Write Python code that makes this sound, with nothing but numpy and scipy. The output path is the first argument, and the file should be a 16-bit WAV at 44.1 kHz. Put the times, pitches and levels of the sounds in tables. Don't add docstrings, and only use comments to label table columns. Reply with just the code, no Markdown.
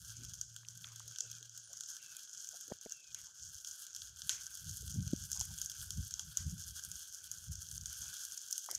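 import sys
import numpy as np
from scipy import signal
from scipy.fft import rfft, irfft
from scipy.io import wavfile
from scipy.ndimage import uniform_filter1d

SR = 44100
rng = np.random.default_rng(int(sys.argv[2]) if len(sys.argv) > 2 else 0)


def transcribe(signal):
    frames = np.atleast_2d(signal).T
    limited = np.clip(frames, -1, 1)
    pcm = np.round(limited * 32767).astype(np.int16)
    wavfile.write(sys.argv[1], SR, pcm)


def invert_db(x):
    u = np.asarray(x, float) / 20
    return 10 ** u


N = 387198

# time_s, hiss_db, treble_gain_db
FIRE_VIGOUR = [(0.0, -52.5, -8), (0.24, -52.5, -9), (0.5, -59.5, -12), (0.7, -62, -9.5),
               (0.9, -55.5, -10.5), (1.69, -55, -17), (2.15, -54.5, -8), (2.5, -51, -11),
               (3.05, -59.5, -13), (3.4, -55, -13), (3.6, -52.5, -8.5), (4.35, -50, -8), (5.2, -50, -5),
               (6.21, -52, -6), (7.04, -51.5, -7), (7.78, -52.5, -6.5), (8.1, -48, -7), (8.78, -52, -10)]
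# start_s, peak_db, body_db (relative), sizzle_db (relative)
CRACKS_GROUND = [(0.249, -29.5, -24, -20), (0.4129, -24.5, -24, -22.5), (0.5633, -34, -14.5, -15),
                 (0.6855, -29.5, -24.5, -28), (0.9602, -32, -23.5, -22), (0.9963, -30, -21, -24),
                 (1.0794, -32, -23, -19), (1.1601, -35.5, -13, -26), (1.1856, -25, -22.5, -26),
                 (1.206, -20, -29, -28), (1.3151, -31.5, -23.5, -19), (1.4949, -36.5, -23.5, -26),
                 (1.7315, -30.5, -29.5, -23), (1.8079, -27, -22, -21), (1.9668, -32, -19.5, -22.5),
                 (2.4894, -29.5, -24, -19), (2.6096, -32, -23, -16.5), (2.896, -29.5, -28.5, -27),
                 (2.9217, -27.5, -30.5, -28), (3.1462, -28.5, -18.5, -20), (3.3958, -37, -22.5, -24),
                 (3.647, -30.5, -16, -21), (3.6726, -29.5, -23.5, -28), (3.712, -33, -28, -25),
                 (3.867, -31, -24.5, -23), (3.949, -30.5, -19.5, -22), (3.9629, -26.5, -21, -20),
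                 (4.0189, -33.5, -14, -24), (4.219, -30.5, -16.5, -23), (4.2939, -14.5, -18, -20.5)]
# start_s, peak_db, body_db (relative), sizzle_db (relative)
CRACKS_FIRE = [(4.771, -33, -25, -12), (4.8209, -34.5, -31, -17), (4.8785, -33, -19.5, -16),
               (5.0775, -30.5, -18, -20), (5.3168, -24, -25.5, -15), (5.3951, -29.5, -18.5, -13),
               (5.411, -19, -28, -24), (5.586, -32, -20.5, -16), (5.6156, -18, -29, -24.5),
               (5.6984, -27.5, -23, -19), (5.9061, -24, -22.5, -20), (6.1089, -29.5, -18.5, -25),
               (6.1396, -28, -21.5, -23), (6.1946, -23.5, -19.5, -24), (6.372, -18, -23, -18.5),
               (6.7946, -33, -24.5, -21.5), (6.9156, -29, -25, -19), (7.3152, -29.5, -27.5, -13),
               (7.555, -31.5, -32, -20), (7.714, -33.5, -18, -11), (7.8577, -24, -24, -25),
               (7.9294, -30, -20, -13.5), (8.0186, -26.5, -26, -21), (8.2514, -29.5, -23, -14),
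               (8.3763, -23.5, -36, -28), (8.5105, -32, -23.5, -5.5), (8.527, -19, -34.5, -18),
               (8.5798, -23.5, -23, -13), (8.6616, -34, -18.5, -11.5), (8.713, -24.5, -23.5, -12)]
# start_s, peak_db, body_db (relative), sizzle_db (relative)
SMALL_TICKS = [(0.3361, -35, -22, -21), (0.7751, -39, -33, -13), (1.4277, -40, -13, -18),
               (1.5763, -30, -23, -18), (1.8357, -32, -20, -26), (1.9046, -37, -30, -20),
               (2.1675, -34, -21, -12), (2.6798, -37, -22, -17), (2.8125, -38, -22, -18),
               (4.573, -34, -19, -15), (4.6942, -34, -25, -16), (4.9082, -34, -22, -26),
               (5.006, -36, -25, -25), (5.1324, -41, -11, -16), (5.1622, -36, -16, -17),
               (5.3303, -24, -32, -23), (5.66, -26, -32, -19), (5.7169, -28, -23, -22),
               (6.0496, -38, -26, -14), (6.8493, -33, -18, -11), (7.441, -35, -25, -20)]
# start_s, peak_db, pitch_hz, echo_db (relative)
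WOOD_POPS = [(0.632, -47, 1510, -30), (0.649, -42.5, 3080, -47), (0.843, -32, 3440, -29),
             (1.003, -40, 1300, -31), (1.737, -48.5, 1370, -24), (2.611, -73, 1500, -28),
             (3.146, -46.5, 3240, -15.5), (4.293, -26, 3140, -22), (5.414, -35.5, 3300, -27),
             (6.194, -44, 3570, -27.5), (6.371, -46.5, 3450, -13.5), (7.856, -49, 3300, -20),
             (8.688, -35, 1000, -18), (8.714, -43.5, 3350, -23)]
# low_hz, high_hz
FIRE_BANDS = [
    (900, 1800),
    (2700, 4500),
    (4500, 8500),
    (8500, 16500),
]
# frequency_hz, gain_db
PORT_COLOUR = [(1150, -29.5), (1530, -7), (1670, -14), (1850, -32), (2500, -31.5), (3280, -12.5),
               (3770, -22), (5200, -9.5), (6500, 1), (8000, -14), (10000, -16), (10700, -21),
               (11500, -17.5), (15300, -27)]
# peak_s, deep_db, die_s (by 30
# dB), upper_db (relative)
WIND_GUSTS = [(0.0, -53.5, 1.0, -4), (0.27, -57, 0, -2), (0.49, -80, 3, 13), (2.71, -78, .45, 5),
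              (3.13, -70.5, 0.5, -4.5), (3.42, -65.5, .5, -8), (3.56, -65, .08, -15),
              (4.01, -65.5, 1.5, -8), (4.27, -67.5, 0, 6), (4.67, -49, 0.6, -3.5), (4.84, -49, .6, 0.5),
              (4.99, -45, .2, 10), (5.13, -54, 0.14, 12), (5.18, -50.5, 1.0, -4), (5.5, -52, .25, -2),
              (5.82, -51, 0.26, -9), (5.98, -44, 0.15, -4), (6.23, -56, 1.2, -4), (6.47, -45, 0.16, 0),
              (6.54, -48, .1, 4), (6.68, -47, 0.16, -10), (6.85, -55, .25, -4), (7.24, -69, 0.7, -4),
              (7.36, -70, .15, 9), (7.5, -44, .25, -12), (7.62, -63.5, .3, 6), (7.73, -52, 0.6, -4.5),
              (8.76, -75, .3, -1)]
# centre_s, peak_db, pitch_hz, cycles, swing (push 1, suck -1)
CASE_KNOCKS = [(2.5483, -58.5, 700, 2.9, 1), (2.7160, -37.5, 453, 0.46, 0.91),
               (2.7193, -39.5, 500, 0.55, 0.8), (2.7210, -29.5, 425, 0.27, 1),
               (2.7222, -37.5, 148, 0.43, -0.83), (2.858, -57, 400, 0.81, 0.65),
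               (2.8617, -34.5, 424, 0.44, 0.73), (2.8663, -41.5, 453, 0.44, 0.89),
               (4.977, -32, 110, 0.66, -0.89), (4.9880, -26, 128, 0.5, -0.87),
               (5.072, -31, 109, 0.58, 0.92), (5.1354, -14, 234, 0.55, -0.37), (5.1356, -41, 520, 1.27, 1),
               (5.4132, -41.5, 890, 1.25, -0.74), (5.415, -39, 80, 0.57, 0.76)]
# centre_s, peak_db,
# pitch_hz, cycles
SOFT_RUSTLES = [(.22, -58, 267, 9.7), (0.847, -49.5, 1650, 4.4), (.87, -61, 1450, 30), (.92, -64, 1220, 35),
                (1.079, -71, 540, 9.4), (1.242, -64, 480, 11), (1.421, -70, 417, 7.6),
                (1.715, -65.5, 630, 13), (2.545, -60.5, 690, 11.3), (2.686, -55, 430, 2.7),
                (2.706, -45, 570, 1.9), (2.721, -50.5, 1700, 5.4), (2.862, -58, 1900, 4.3),
                (4.3, -57, 405, 2.6), (2.743, -70, 485, 6), (3.281, -70, 1150, 40), (4.83, -62.5, 456, 3.8),
                (4.96, -45, 254, 2.6), (5.076, -63, 523, 4.2), (5.369, -59, 970, 17), (5.51, -62, 865, 13),
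                (5.901, -67, 417, 5.2), (5.986, -57, 255, 4), (6.201, -64.5, 1050, 25),
                (8.05, -72, 900, 30)]
# peak_s, swish_db, die_s (by 30 dB)
LEG_STRIDES = [(.22, -79, 0.5), (.9, -78.5, 1), (1.3, -77.5, 0.5), (2.05, -78.5, 1.5), (2.75, -83, .8),
               (3.79, -85, 2), (5.13, -78.5, .8), (5.6, -79.5, 2.5), (4.33, -78, 1), (6.42, -78, .6),
               (6.9, -82, .5), (7.3, -80, .7), (8.1, -73, .8)]
# time_s, pitch_hz, level_db
MOTOR_HUM = [(0.0, 112, -66), (0.18, 117.0, -57.5), (0.36, 115.2, -65), (1.13, 115.4, -62.5),
             (1.18, 115.7, -105), (1.27, 115.6, -60.5), (2.16, 116, -95), (2.3, 118, -96)]
# start_s, length_s, level_db
BIRD_WHISTLES = [(1.162, .23, -74), (1.988, 0.21, -70), (2.899, 0.219, -69)]
# time_s, pitch_hz, level_db
THIN_CALL = [
    (1.63, 9409, -71),
    (1.654, 9220, -58),
    (1.72, 9300, -87),
]

LOW_DB, LOW_FOLLOWS, STIR_LOW = -70.5, 0.67, 0.3
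MIDDLE_DB, MIDDLE_FOLLOWS, STIR_MIDDLE = -64.5, 0.87, 0.13
TRAIL_S, TRAIL_SHARE = 0.012, 0.5
CRACK_GAIN_DB, BODY_DB, SIZZLE_DB, THUD_DB = -1, 6.5, 4, -12
ECHO_DB, ECHO_FOLLOWS = -22, 0.4
GROUND_S, GROUND_DB = 0.004, -7.5
FOREST_T60_S, FOREST_RISE_S, POP_T60_S = 0.19, 0.017, 0.26
POP_ECHO_DB_PER_OCTAVE = 8
GUST_RISE_S, CALM_DB = 0.12, -97.5
DUCK_FROM_DB, DUCK_SHARE, DUCK_S = -51, 0.53, 0.08
STRIDE_RISE_S, STILL_DB = 0.45, -97
AIR_DB, AIR_BED_DB, AIR_FOLLOWS = -6, -81, 0.15
BIRD_FROM_HZ, BIRD_TO_HZ, BIRD_FADE_DB = 2800, 2450, 6
LIMIT, CUTOFF_HZ = 0.2, 16000


def fire_hiss(port):
    sizes = invert_db(6.2 * np.minimum(rng.exponential(1, N), 3.1)) * rng.choice([-1, 1], N)
    snaps_per_s = 900 * invert_db(5 * drift(25))
    snaps = sizes * (rng.random(N) < snaps_per_s / SR)

    main_db, facing_db = in_time(FIRE_VIGOUR)
    swing_db = main_db - main_db.mean()
    stir_db = stride_level() - STILL_DB - 8.5
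    low_db = LOW_DB + LOW_FOLLOWS * swing_db + STIR_LOW * stir_db
    middle_db = MIDDLE_DB + MIDDLE_FOLLOWS * swing_db + STIR_MIDDLE * stir_db
    levels_db = [low_db, middle_db, main_db, main_db + facing_db]

    flare = drift(20.0)
    fade = np.exp(-1 / TRAIL_S / SR)
    trail = np.sqrt(signal.lfilter([1 - fade], [1, -fade], rms_one(snaps) ** 2))
    smooth = rng.standard_normal(N) * (1 - TRAIL_SHARE + TRAIL_SHARE * trail)

    out = 0
    flare_depths_db, snap_shares = [1.4, 1.5, 1.9, 3.4], [0.7, 0.65, 1.1, 1.0]
    for db, depth_db, share, edges in zip(levels_db, flare_depths_db, snap_shares, FIRE_BANDS):
        tinted = rms_one(snaps * invert_db(5.1 * rng.standard_normal(N)))
        mix = signal.fftconvolve(share * tinted + smooth, band(port, *edges))[:N]
        out = out + invert_db(db + depth_db * flare + 1.24 * drift(7.1)) * rms_one(mix)
    return out


def cracks(port):
    s, db, body_db, sizzle_db = np.transpose(CRACKS_GROUND + CRACKS_FIRE + SMALL_TICKS)
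    db = db + CRACK_GAIN_DB
    middle_db = body_db + BODY_DB
    shares_db = [middle_db + THUD_DB, middle_db, 0 * db, sizzle_db + SIZZLE_DB]
    echo_db = ECHO_DB + ECHO_FOLLOWS * (body_db - body_db.mean())

    out = 0
    diffuse = signal.fftconvolve(rng.standard_normal(N), port)[:N]
    for share_db, trim_db, edges in zip(shares_db, [-14.5, -7.5, -11, 1], FIRE_BANDS):
        colour = band(port, *edges)
        source = bursts(s, invert_db(db + share_db + trim_db), 0.00067)
        direct = signal.fftconvolve(source, colour / np.abs(colour).max())[:N]
        envelope = forest_echo(s, db + share_db + echo_db, FOREST_T60_S)
        out = out + direct + envelope * rms_one(band(diffuse, *edges))
    return out


def bursts(times, gains, decay_s, size=320):
    out = np.zeros(N + size)
    t = np.arange(size) / SR
    for s, gain, noise in zip(times, gains, rng.standard_normal((len(times), size))):
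        late = t - GROUND_S * (0.5 + 0.5 * np.tanh(noise[-1]) ** 2)
        reflection = invert_db(GROUND_DB) * (late > 0) * np.exp(-np.abs(late) / decay_s)
        fall = np.exp(-t / decay_s) + reflection
        snap = 1.91 * np.sign(noise[0]) * (t == 0)
        start = int(s * SR)
        out[start:start + size] += gain * 0.25 * rms_one(snap + fall * noise)
    return out[:N]


def pops():
    s, db, hz, echo_db = np.transpose(WOOD_POPS)
    white, echo = rng.standard_normal(N), 0
    for trim_db, edges in zip([-4, -1, -2], [(330, 1400), (1000, 2060), (2000, 3050)]):
        octaves_away = np.abs(np.log2(hz / np.sqrt(np.prod(edges))))
        envelope = forest_echo(s, db + echo_db - POP_ECHO_DB_PER_OCTAVE * octaves_away, POP_T60_S)
        echo = echo + envelope * invert_db(trim_db + 4.2 * drift(12.3)) * rms_one(band(white, *edges))
    return blows(s + 0.00129, db + 1.0, hz, hz * 0.0011, 0 * s + 0.22, noisy=0.21) + echo


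def forest_echo(times, db, t60_s):
    power = np.zeros(N)
    np.add.at(power, (np.asarray(times) * SR).astype(int), invert_db(db) ** 2)
    rise, fall = np.exp(-1 / FOREST_RISE_S / SR), invert_db(-120 / t60_s / SR)
    dying = signal.lfilter([1], [1, -fall], power + 1e-18)
    return np.sqrt(signal.lfilter([1 - rise], [1, -rise], dying))


def port_response(size=4096):
    hz, db = np.transpose(PORT_COLOUR)
    bins_hz = np.arange(size // 2 + 1) * SR / size
    log_gain = np.log(invert_db(np.interp(np.log(bins_hz + 1), np.log(hz), db)))
    cepstrum = irfft(log_gain)
    cepstrum[1:size // 2] *= 2
    cepstrum[size // 2 + 1:] = 0
    return irfft(np.exp(rfft(cepstrum)))[:size // 2]


def wind():
    deep_db, upper_db = gust_levels()
    white, lumps = rng.standard_normal((3, N)), drift(12.9)
    deep = invert_db(deep_db) * rms_one(invert_db(3.5 * lumps) * band(white[0], 50, 103.6))
    upper = invert_db(upper_db) * rms_one(invert_db(4.3 * lumps) * band(white[1], 71.3, 174.8, order=4))
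    flutter_db = upper_db - 16.5 + 0.47 * (upper_db + 36.5)
    flutter = invert_db(flutter_db) * rms_one(invert_db(7.5 * lumps) * band(white[2], 171, 313, order=4))
    return deep + upper + flutter


def gust_levels():
    s, db, die_s, upper_db = np.transpose(WIND_GUSTS)
    deep = swells(s, db, die_s, GUST_RISE_S, CALM_DB)
    return deep, swells(s, db + upper_db, die_s, GUST_RISE_S, CALM_DB + 8)


def ducking():
    over_db = np.maximum(np.maximum(*gust_levels()) - DUCK_FROM_DB, 0)
    return invert_db(-DUCK_SHARE * uniform_filter1d(over_db, size=int(DUCK_S * SR)))


def hands():
    rustles = blows(*np.transpose(SOFT_RUSTLES), np.zeros(len(SOFT_RUSTLES)), noisy=0.49)
    return blows(*np.transpose(CASE_KNOCKS), noisy=0.062) + rustles


def blows(times, levels_db, pitches_hz, cycles, swings, noisy, size=8192):
    out = np.zeros(N + size)
    t = (np.arange(size) - size // 2) / SR
    noises = rng.standard_normal((len(times), size))
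    for s, db, hz, count, swing, noise in zip(times, levels_db, pitches_hz, cycles, swings, noises):
        rough = noisy * rms_one(band(noise, 0.78 * hz, 1.154 * hz, order=2))
        wave = swing * np.cos(2 * np.pi * hz * t) + rough
        start = int(s * SR)
        out[start:start + size] += invert_db(db) * wave * np.exp(-(t * hz / count) ** 2)
    return np.r_[out[size // 2:], np.zeros(size)][:N]


def grass():
    stride_db, white = stride_level(), rng.standard_normal(N)
    low_db = AIR_BED_DB + AIR_FOLLOWS * (stride_db - stride_db.mean())
    low = invert_db(low_db + AIR_DB + 1.6 * drift(15)) * rms_one(band(white, 190, 700, order=2))
    return low + invert_db(stride_db - 0.5 + 4.5 * drift(11)) * rms_one(band(white, 2285, 3020, order=2))


def stride_level():
    return swells(*np.transpose(LEG_STRIDES), STRIDE_RISE_S, STILL_DB)


def swells(peaks_s, peaks_db, dies_s, rise_s, rest_db):
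    t = np.arange(0, N, 64) / SR
    power = invert_db(rest_db) ** 2
    for s, db, die_s in zip(peaks_s, peaks_db, dies_s):
        power = power + invert_db(db - 30 * np.maximum((s - t) / rise_s, (t - s) / die_s)) ** 2
    return np.interp(np.arange(N) / SR, t, 10 * np.log10(power))


def motor():
    return tone(MOTOR_HUM, 1.3, 11, 2.13)


def birds():
    return tone(THIN_CALL, 6.2, 63, 45) + sum(whistle(*row) for row in BIRD_WHISTLES)


def whistle(s, length_s, db):
    rows = [(s, BIRD_FROM_HZ, db - BIRD_FADE_DB),
            (s + 0.2 * length_s, BIRD_FROM_HZ - 70, db),
            (s + length_s, BIRD_TO_HZ, db - BIRD_FADE_DB)]
    return tone(rows, 2.5, 150, 45)


def tone(rows, waver_db, waver_hz, spread_hz):
    hz, db = in_time(rows)
    t = np.arange(N) / SR
    gate = np.clip(np.minimum(t - rows[0][0], rows[-1][0] - t) / 0.0045, 0, 1)
    phase = 2 * np.pi * np.cumsum(hz + spread_hz * drift(waver_hz)) / SR
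    return np.sqrt(2) * gate * invert_db(db + waver_db * drift(waver_hz)) * np.sin(phase)


def rms_one(x):
    return x / np.sqrt(np.mean(x ** 2) + 1e-30)


def in_time(rows):
    s, *columns = np.transpose(rows)
    return [np.interp(np.arange(N) / SR, s, c) for c in columns]


def band(x, low_hz, high_hz, order=3):
    return signal.sosfilt(signal.butter(order, [low_hz, high_hz], "band", fs=SR, output="sos"), x + 1e-18)


def drift(rate_hz):
    r = np.exp(-2 * np.pi * rate_hz / SR)
    return rms_one(signal.lfilter([1], [1, -2 * r, r * r], rng.standard_normal(N + SR))[SR:])


def scene():
    port = port_response()
    fire = ducking() * fire_hiss(port) + cracks(port) + pops()
    return (fire + wind() + hands() + grass() + motor() + birds())[None]


def top_cut(x):
    return signal.sosfilt(signal.butter(12, 16810, fs=SR, output="sos"), x)


def record(dry):
    rounded = LIMIT * np.tanh(dry / LIMIT)
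    x = signal.sosfilt(signal.butter(2, 40, "high", fs=SR, output="sos"), rounded)
    x = signal.sosfilt(signal.cheby2(10, 30, CUTOFF_HZ, fs=SR, output="sos"), x)
    return top_cut(x)


dry = scene()
out = record(dry)
transcribe(out)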